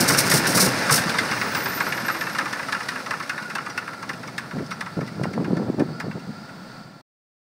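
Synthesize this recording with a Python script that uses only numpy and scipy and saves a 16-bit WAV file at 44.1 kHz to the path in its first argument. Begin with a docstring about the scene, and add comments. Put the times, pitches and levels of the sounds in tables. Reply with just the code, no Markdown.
"""Ragged exhaust blasts spit and boom as a radial aircraft engine catches for a second, then starves.
As it coasts down, its gears churn, steel impacts ring the casing ever more slowly, and a thin whistle
sinks. A fuel pump whines throughout, and the airframe's panels resonate and reflect all these sounds.
Turbulent wind buffets the microphone as the propeller comes to rest; then the sound fades out."""
import sys
import numpy as np
from scipy import signal
from scipy.fft import rfft, irfft
from scipy.io import wavfile
from scipy.ndimage import map_coordinates

SR = 44100
rng = np.random.default_rng(int(sys.argv[2]) if len(sys.argv) > 2 else 0)


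def unload_audio(sound):
    """Save the sound as a 16-bit wav file, at the path given as the first command line argument."""
    columns = np.transpose(np.atleast_2d(sound))
    # keep every value between -1 and 1, then stretch to whole-number steps
    steps = np.round(np.clip(columns, -1, 1) * 32767)
    wavfile.write(sys.argv[1], SR, steps.astype(np.int16))


N = 329868
TIME = np.arange(N) / SR

# crankshaft rotation: t/s, speed/(turns per s)
CRANK_SPEED = [(0, 5.3), (0.4, 3.36), (0.65, 5.18), (1.1, 4.72), (1.7, 3.88), (2.5, 2.99), (3.3, 2.26),
               (4.1, 1.64), (4.8, 1.16), (5.4, 0.83), (6, 0.55), (7, 0.1)]
# noise of the turning engine: t/s, puff level/dB, gear churn level/dB
RUNNING_LEVELS = [(0, -28.5, -24.5), (.75, -30, -26), (1.22, -32.5, -29), (2, -37.5, -33),
                  (2.97, -41.5, -38), (4.05, -42.5, -45.5), (5, -47, -48), (6, -63, -57), (7, -56.5, -58)]
# responses of the exhaust pipe, the crankcase and a steel contact: f/Hz, level/dB
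PIPE_SPECTRUM = [(50, -24), (80, -14), (130, -0.5), (180, 1), (270, -1.5), (400, -7), (550, -8.5),
                 (900, -13)]
CASE_SPECTRUM = [(300, -33), (750, -12.5), (1100, -4.5), (1500, -1), (1950, 0.5), (2700, -9.5), (3400, -30),
                 (6000, -37)]
TICK_SPECTRUM = [(2000, -10), (3300, -1), (5300, 3), (7200, -11), (9000, -5.5), (11000, -19),
                 (15500, -18.5)]


def exhaust_blasts(rise=0.0072, boom_decay=0.026, hiss_decay=0.023, tear_db=3):
    """Jet noise and pipe resonance: each firing booms in the pipe and leaves it as turbulent gas."""
    # cylinders that fire: t/s, duration/s, hiss level/dB, boom level/dB
    firings = [(0, 0.023, -20, -17.5), (0.074, 0.055, -22.5, -20.5), (0.17, 0.027, -17.5, -23.5),
               (0.244, 0.035, -30.5, -26), (0.296, 0.016, -18, -24), (0.335, 0.026, -18, -17.5),
               (0.466, 0.048, -25, -23.5), (0.545, 0.023, -18.5, -16), (0.59, 0.052, -19, -26),
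               (0.656, 0.011, -26.5, -14), (0.905, 0.058, -21, -25.5), (0.931, 0.031, -23, -36)]
    # escaping gas: f/Hz, level/dB
    jet_spectrum = [(300, -9.5), (700, -26), (2200, -1), (3200, -9), (4400, 2), (5500, 7), (7200, -2.5),
                    (9300, 5), (11200, -6), (13000, -2.5), (15500, -7.5)]
    t = np.arange(SR // 4) / SR
    hiss_power, boom_power = np.zeros((2, N))
    for s, length, hiss_db, boom_db in firings:
        opening, after = np.minimum(t / rise, 1), np.maximum(t - length, 0)
        add(hiss_power, s, (amp(hiss_db) * opening * np.exp(-after / hiss_decay)) ** 2)
        add(boom_power, s, (amp(boom_db) * opening * np.exp(-after / boom_decay)) ** 2)
    jet = noise(jet_spectrum) * unit(amp(tear_db * wobble(139.9)))
    return np.sqrt(hiss_power) * jet + amp(-5) * np.sqrt(boom_power) * noise(PIPE_SPECTRUM)


def pipe_thumps(pipe_hz=172, rise=0.0064, overtone_db=-7, spread=0.14):
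    """Damped oscillation: a hard firing shoves the gas in the pipe, which swings for a few cycles."""
    # hardest firings: t/s, level/dB
    shoves = [(0.024, -19.5), (.118, -19.5), (.176, -17), (0.337, -16.5), (.483, -20.5), (.558, -14.5),
              (.629, -15), (.683, -22.5), (0.916, -15.5), (.976, -19.5), (1.058, -16.5)]
    t, track = np.arange(SR // 12) / SR, np.zeros(N)
    phase = 2 * np.pi * pipe_hz * t
    for s, db in shoves:
        low, high = np.exp(spread * rng.standard_normal(2))
        swing = np.sin(phase * low) + amp(overtone_db) * np.sin(2 * phase * high)
        add(track, s, amp(db - 4) * swell(t, rise) * swing)
    return track


def puffs_and_gears(puff_depth=0.23, grit_db=1.5):
    """Modulated noise: the exhaust puffs seven times a turn; gears churn and hum at their mesh rate."""
    # churning gears: f/Hz, level/dB
    churn_spectrum = [(400, -9.5), (535, -2.5), (726, -4), (972, -4), (1300, -5.5), (1420, 2), (2630, -8),
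                      (3060, -15), (5230, -7.5), (7440, -21.5), (8670, -16.5), (13500, -28.5),
                      (15500, -28.5)]
    speed, = curves(CRANK_SPEED)
    puff_db, churn_db = curves(RUNNING_LEVELS)
    turns = np.cumsum(speed) / SR
    strokes = 1 + puff_depth * np.cos(2 * np.pi * 7 * turns)
    puffs = amp(puff_db) * unit(coloured(rng.standard_normal(N) * strokes, PIPE_SPECTRUM))
    teeth = rng.standard_normal(N) * amp(grit_db * wobble(500))
    churn = amp(churn_db - 1) * unit(coloured(teeth, churn_spectrum))
    mesh_level = amp(churn_db - 12) * np.minimum(3.5 / speed, 1) ** 2
    return puffs + churn + mesh_level * fuzzy_tone(98 * speed, width_hz=20)


def backlash_impacts(full_speed=2.77, creep_speed=.95, body_db=3, detune=0.055):
    """Backlash: slack closes with an impact, hard in the gears and lightly in the valve train."""
    # the propeller's weight jerks against the gears and rebounds:
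    # t/s, level/dB, ring f/Hz, relative body level/dB, relative tick level/dB
    gear_clanks = [(.098, -11.5, 1440, 4, -27), (.142, -10.5, 1490, -6.5, -22), (.316, -8, 1863, -5.5, -13),
                   (.456, -10.5, 1630, 1, -13), (.575, -11.5, 1455, 6, -16), (.896, -8, 1557, 3, -15),
                   (.979, -13, 1710, -10, -6), (1.095, -12, 1604, -1.5, -9.5),
                   (1.186, -11, 1597, -25, -8.5), (1.314, -13.5, 1630, 1, -12),
                   (1.33, -16.5, 1300, 1, -20.5), (1.414, -10, 1550, -4, -18.5),
                   (1.549, -12, 1620, 1.5, -12), (1.568, -17, 1340, 5, -12), (1.659, -13, 1680, 0, -15),
                   (1.804, -10.5, 1690, 2, -15), (1.923, -11.5, 1743, -5.5, -16),
                   (2.083, -11.5, 1650, 4, -16), (2.1, -14.5, 1345, -8, -20), (2.211, -14, 1820, -1, -13.5),
                   (2.386, -12, 1755, 2, -12), (2.409, -16, 1340, -2, -22), (2.529, -15, 1810, -1, -11.5),
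                   (2.724, -12.5, 1740, -1, -12), (2.747, -13.5, 1440, -2, -22),
                   (2.887, -12.5, 1930, -15, -12.5), (3.108, -14, 1770, 3.5, -14),
                   (3.135, -18.5, 1355, 3, -21), (3.295, -13, 1710, -25, -14.5),
                   (3.553, -15, 1660, 1.5, -12.5), (3.583, -17, 1360, -2, -22),
                   (3.777, -13.5, 1504, -12, -13.5), (4.093, -17.5, 1786, 3.5, -13),
                   (4.133, -24, 1500, -14, -13), (4.381, -16.5, 1740, 0.5, -10),
                   (4.709, -25.5, 1480, -4, -9), (4.809, -19, 1760, 5.5, -12), (4.862, -23.5, 1390, 4, -18),
                   (5.235, -21.5, 1600, 4, -11.5), (5.334, -28.5, 2150, -5, -11),
                   (5.445, -25, 1600, 3, -18), (5.568, -28.5, 1810, -10, -12),
                   (5.797, -24.5, 1820, -2, -12), (6.001, -20, 1770, 3.5, -13), (6.112, -28, 1590, -3, -20),
                   (6.195, -38.5, 2800, -16, -9), (6.49, -31.5, 1490, -2, -18)]
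    # valve slack closing on each turn:
    # crank angle/turns, level/dB, loss per halving of speed/dB, ring f/Hz, relative tick level/dB
    valve_clacks = [(.225, -18, 6, 1347, -16), (.294, -27, 1.5, 2106, -11.5),
                    (0.526, -25.5, 7.5, 1658, -22.5), (.63, -18, 5.5, 1577, -21),
                    (.73, -22.5, 6.5, 1556, -14), (.893, -19, 2, 1403, -14.5)]
    impacts = list(gear_clanks)
    for angle, db, loss_db, hz, tick_db in valve_clacks:
        for s, speed, (stray_db, pitch) in zip(*crank_passes(angle), rng.standard_normal((32, 2))):
            softer_db = loss_db * max(np.log2(full_speed / speed), 0)
            if speed > creep_speed:  # any slower and only single, sparse clanks are left
                impacts.append((s, db - softer_db + stray_db, hz * np.exp(detune * pitch), body_db, tick_db))
    return impacts


def clacks(rise=0.0028, scrape=0.003, snap_rise=0.0008, snap_decay=0.0087, body_rise=0.0073,
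           ring_t60=.08, sink=.4, rattle_time=0.021, echo_t60=0.48):
    """Impact excitation: each blow snaps, rings the steel, stirs the casting and echoes off panels."""
    # modes of the gear housing: f/Hz, level/dB
    housing_modes = [(1525, -8), (2135, -14), (2480, -14), (2790, -15), (3700, -18.5)]
    # responses of the heavy casting and of the scattering airframe: f/Hz, level/dB
    body_spectrum = [(400, -14), (720, -18.5), (830, -4), (910, -3.5), (1080, -1), (1350, -2.5),
                     (2100, -10), (3000, -31)]
    echo_spectrum = [(400, -22), (900, -1.5), (1300, 7.5), (2000, -5), (3200, -21)]
    t = np.arange(SR // 8) / SR
    _, churn_db = curves(RUNNING_LEVELS)
    tail = amp(-13 - 60 * t / echo_t60) * (1 - np.exp(-t / rise))
    snap = np.minimum(t / snap_rise, 1) * np.exp(-t / snap_decay)
    # dispersion: short bending waves travel faster, so the ring starts high and sinks
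    glide = 1 + sink * (rise - t / 2) / ring_t60
    knocks, ticks, rings, thuds, echoes = np.zeros((5, N))
    for s, db, hz, body_db, tick_db in backlash_impacts():
        _, knock_noise, contact_noise, echo_noise = rng.standard_normal((4, len(t)))
        # light contacts, barely above the churn, scrape on longer than hard ones
        chatter = scrape * min(amp(churn_db[round(s * SR)] + 16 - db) ** 2, 1.3)
        contact = swell(t, rise + chatter) * np.sqrt(rise / (rise + chatter))
        rattle = sum(swell(np.maximum(t - 2 * rise - late, 0), rise / 2) * np.exp(-late / rattle_time)
                     for late in rattle_time * rng.random(3))
        ring = amp(-7 - 60 * t / ring_t60) * np.sin(2 * np.pi * hz * t * glide)
        # a glancing blow that leaves the casting still rings the steel harder
        steel = amp(-7 - 0.28 * body_db) * ringing(t, housing_modes, t60=.065, scatter_db=4)
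        add(rings, s, amp(db) * np.minimum(t / rise, 1) * (ring + steel))
        add(knocks, s - .001 - chatter, amp(db) * np.hypot(contact, amp(-9) * rattle) * knock_noise)
        add(ticks, s - .002, amp(db + tick_db) * (snap + amp(-9.5) * (contact + tail)) * contact_noise)
        add(thuds, s, amp(db + body_db) * swell(t, body_rise) * contact_noise)
        add(echoes, s, amp(db) * tail * echo_noise)
    case = rings + amp(1) * coloured(knocks, CASE_SPECTRUM) + coloured(thuds, body_spectrum)
    return case + amp(1.5) * coloured(ticks, TICK_SPECTRUM) + coloured(echoes, echo_spectrum)


def loose_part(rise=0.0046, scrape_db=-2):
    """Free vibration: a small loose steel part scrapes and jingles, about once a turn."""
    # strikes: t/s, level/dB
    strikes = [(2.828, -34), (3.224, -34), (3.698, -36.5), (4.272, -39), (4.661, -40), (4.722, -38),
               (5.06, -43)]
    modes = [(5110, -1.5), (5575, 1), (6000, -6)]  # f/Hz, level/dB
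    t = np.arange(SR // 8) / SR
    rings, scrapes = np.zeros((2, N))
    for s, db in strikes:
        add(rings, s, amp(db) * np.minimum(t / rise, 1) * ringing(t, modes, t60=0.066, scatter_db=3))
        add(scrapes, s, amp(db + scrape_db) * swell(t, rise) * rng.standard_normal(len(t)))
    return rings + coloured(scrapes, TICK_SPECTRUM)


def whistle(flutter_db=4):
    """Narrow-band noise: an airy whistle flutters and sinks as the engine loses speed."""
    # falling pitch: t/s, f/Hz, level/dB
    glide = [(1.3, 15900, -56), (1.56, 15450, -43), (1.6, 14700, -42), (1.7, 14200, -41.5),
             (1.8, 13550, -42), (1.95, 12850, -52.5), (2.08, 12400, -45), (2.36, 11450, -61)]
    hz, db = curves(glide)
    present = (TIME > glide[0][0]) & (TIME < glide[-1][0])
    level = present * amp(db + 1.5 + flutter_db * wobble(44.9))
    return level * fuzzy_tone(hz + 110 * wobble(70), width_hz=780)


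def fuel_pump(waver_db=-4, drift_depth=0.0044):
    """Tones over flow noise: the electric pump's whine wavers while fuel hisses through it."""
    # main whine: t/s, f/Hz, level/dB
    main_tone = [(3.2, 1443, -45), (3.73, 1435, -41.5), (3.9, 1375, -42.5), (4.1, 1399, -46),
                 (7, 1384, -55.5)]
    # fainter tones: f/Hz, width/Hz, level/dB
    overtones = [(4500, 200, -63), (4910, 160, -64)]
    # rushing fuel: f/Hz, level/dB
    flow_spectrum = [(220, -15), (453, -10), (663, -2), (1180, -7.5), (1370, -4.5), (1490, -6.5),
                     (1840, -10.5), (2980, -20.5), (4570, -13), (6570, -26), (8990, -25.5), (10400, -41),
                     (15500, -31)]
    hz, db = curves(main_tone)
    drift = 1 + drift_depth * wobble(5)
    faint = sum(amp(level) * fuzzy_tone(tone * drift, width) for tone, width, level in overtones)
    waver = amp(waver_db * wobble(6.6))
    whine = amp(db) * fuzzy_tone(hz * drift, width_hz=120)
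    return waver * (whine + faint) + amp(-46) * noise(flow_spectrum)


def wind_strength(onset=0.057, attack=0.0062, release=0.011):
    """Incoherent addition: the powers of breeze and gusts sum to give one amplitude envelope."""
    # steady breeze: t/s, level/dB
    breeze = [(4.08, -38), (4.5, -41.5), (4.95, -40), (5.42, -26), (5.62, -27.5), (6, -35), (6.45, -40.5),
              (7, -40)]
    # gusts on top of it: t/s, duration/s, level/dB
    gusts = [(4.532, 0.1, -29), (4.965, 0.074, -26.5), (5.179, 0.081, -27.5), (5.349, 0.063, -24),
             (5.506, 0.13, -24.5), (5.659, 0.054, -26.5), (5.779, 0.048, -21.5), (5.882, 0.047, -28),
             (6.035, 0.056, -28.5), (6.148, 0.037, -31), (6.263, 0.048, -36)]
    breeze_db, = curves(breeze)
    power = (amp(breeze_db) * np.clip(1 + (TIME - breeze[0][0]) / onset, 0, 1)) ** 2
    t = np.arange(SR // 3) / SR
    for s, length, db in gusts:
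        gust = amp(db) * np.minimum(t / attack, 1) * np.exp(-np.maximum(t - length, 0) / release)
        add(power, s, gust ** 2)
    return np.sqrt(power)


def wind(lump_db=2, eddies_per_s=62, eddy_hz=434, rise_cycles=0.25):
    """Turbulence: lumpy pressure on the microphone, brighter when strong, with single sharp eddies."""
    # sharpest eddies: t/s, level/dB, f/Hz
    sharp_eddies = [(4.582, -21, 190), (4.607, -21, 336), (4.612, -22, 380), (4.978, -16.5, 294),
                    (4.991, -17, 514), (5.016, -19.5, 446), (5.197, -18, 400), (5.214, -17.5, 596),
                    (5.255, -13, 640), (5.378, -12, 710), (5.531, -10, 290), (5.598, -19, 520),
                    (5.699, -9.5, 253), (5.787, -10.5, 330), (5.796, -14, 416), (5.805, -9, 362),
                    (5.82, -7.5, 286), (6.067, -21, 374)]
    # low buffeting: f/Hz, level/dB
    buffet_spectrum = [(50, -37.5), (85, -14.5), (125, -0.5), (190, 4), (280, -6), (400, -17.5),
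                       (600, -25.5), (1000, -38.5)]
    level = wind_strength() * amp(lump_db * wobble(110) - 2.5)
    flutter = level ** 1.67 * amp(13.5) * noise([(200, 1.5), (320, 0.5), (700, -11.5), (2500, -37.5)])
    buffet = level * noise(buffet_spectrum)
    births = np.flatnonzero(rng.random(N) < eddies_per_s / SR)
    eddy_db = 20 * np.log10(level + 1e-9) + 0.5
    small_eddies = [(TIME[i], eddy_db[i] + 2.5 * force, eddy_hz * np.exp(0.35 * pitch))
                    for i, (force, pitch) in zip(births, rng.standard_normal((len(births), 2)))]
    t, eddies = np.arange(SR // 30) / SR, np.zeros(N)
    for s, db, hz in sharp_eddies + small_eddies:
        add(eddies, s, amp(db) * swell(t, rise_cycles / hz) * np.sin(2 * np.pi * hz * t))
    return buffet + flutter + amp(1.5) * coloured(eddies, [(70, -37), (140, -7), (200, 2.5), (1500, -3)])


def airframe(x, spread=.018, count=14, size=8192):
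    """Resonance and reflection: the shell rings along; wing and fuselage mirror mostly the treble."""
    # sheet metal around the engine: f/Hz, width/Hz, level/dB
    shell_modes = [(530, 45, -10), (834, 30, -9), (1092, 35, -11), (1318, 35, -11), (1773, 40, -4),
                   (2137, 45, -6), (2810, 60, -8)]
    f = np.fft.rfftfreq(size, 1 / SR)
    shell = 1 + sum(amp(db) * 1j * f * width / (hz * hz - f * f + 1j * f * width)
                    for hz, width, db in shell_modes)
    delays = .002 + spread * (np.arange(count) + rng.random(count)) / count
    strengths = rng.choice([-1, 1], count) * np.exp(-2 * delays / spread)
    mirrors = np.exp(-2j * np.pi * np.outer(f, delays)) @ (strengths / np.linalg.norm(strengths))
    treble = 1j * f / (2500 + 1j * f)
    return signal.oaconvolve(x, irfft(shell * (1 + amp(-10) * mirrors * treble)))[:N]


def crank_passes(angle):
    """Rotation integrates speed: the times at which the crank passes an angle, and its speed at each."""
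    speed, = curves(CRANK_SPEED)
    turns = np.cumsum(speed) / SR
    at = np.searchsorted(turns, np.arange(angle, turns[-1], 1))
    return TIME[at], speed[at]


def ringing(t, modes, t60, scatter_db, detune=.03):
    """Modal superposition: each blow weights and tunes the decaying modes a little differently."""
    hz, db = np.transpose(modes)
    force, shift = rng.standard_normal((2, len(hz)))
    phase = 2 * np.pi * rng.random(len(hz))
    tones = np.sin(2 * np.pi * np.outer(t, hz * np.exp(detune * shift)) + phase)
    return (tones @ amp(db + scatter_db * force)) * amp(-60 * t / t60)


def fuzzy_tone(hz, width_hz):
    """Quadrature modulation: a narrow band of noise around a pitch, rms 1."""
    phase = (2 * np.pi * (np.cumsum(hz * np.ones(N)) / SR % 1)).astype(np.float32)
    return unit(wobble(width_hz) * np.cos(phase) + wobble(width_hz) * np.sin(phase))


def coloured(x, points, size=4096):
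    """Minimum-phase filtering by (f/Hz, level/dB) points, falling 24 dB an octave outside them."""
    f, db = np.transpose(points)
    octave, knots = np.log2(np.fft.rfftfreq(size, 1 / SR) + 1), np.log2(f)
    outside = np.abs(octave - np.clip(octave, knots[0], knots[-1]))
    gain = amp(np.interp(octave, knots, db) - 24 * outside)
    cepstrum = irfft(np.log(gain + 1e-6))
    cepstrum[1:size // 2] *= 2
    cepstrum[size // 2 + 1:] = 0
    return signal.oaconvolve(x, irfft(np.exp(rfft(cepstrum))))[:N]


def noise(points):
    """Filtered white noise, rms 1."""
    return unit(coloured(rng.standard_normal(N), points))


def wobble(rate):
    """Spline interpolation through random knots, rate of them a second."""
    knots = rng.standard_normal(int(N * rate / SR) + 4)
    steps = np.arange(0, len(knots) - 1, .125)
    return np.interp(TIME * rate, steps, map_coordinates(knots, [steps]))


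def curves(rows):
    """Linear interpolation: one value per sample for each column after the time."""
    s, *columns = np.transpose(rows)
    return [np.interp(TIME, s, column) for column in columns]


def swell(t, rise):
    """A critically damped pulse, reaching 1 at t = rise."""
    return t / rise * np.exp(1 - t / rise)


def add(track, s, sound):
    """Superpose a sound on the track at time s."""
    part = track[max(round(s * SR), 0):][:len(sound)]
    part += sound[:len(part)]


def amp(db):
    return 10 ** (np.asarray(db) / 20)


def unit(x):
    return x / np.sqrt(np.mean(x ** 2) + 1e-20)


def scene():
    """Superposition: the engine sounds through its airframe; the wind acts directly on the microphone."""
    engine = exhaust_blasts() + pipe_thumps() + puffs_and_gears() + clacks() + loose_part()
    return (airframe(engine + whistle() + fuel_pump()) + wind())[None]


def record(dry, top_hz=15650):
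    """Attenuation: a fade to silence and a steep low-pass band limit."""
    # output gain: t/s, level/dB
    fade = [(6.78, 0.5), (6.9, -4.5), (7.012, -5.5), (7.03, -100)]
    fade_db, = curves(fade)
    return signal.sosfilt(signal.ellip(12, .1, 90, top_hz, fs=SR, output="sos"), dry * amp(fade_db))


dry = scene()
out = record(dry)
unload_audio(out)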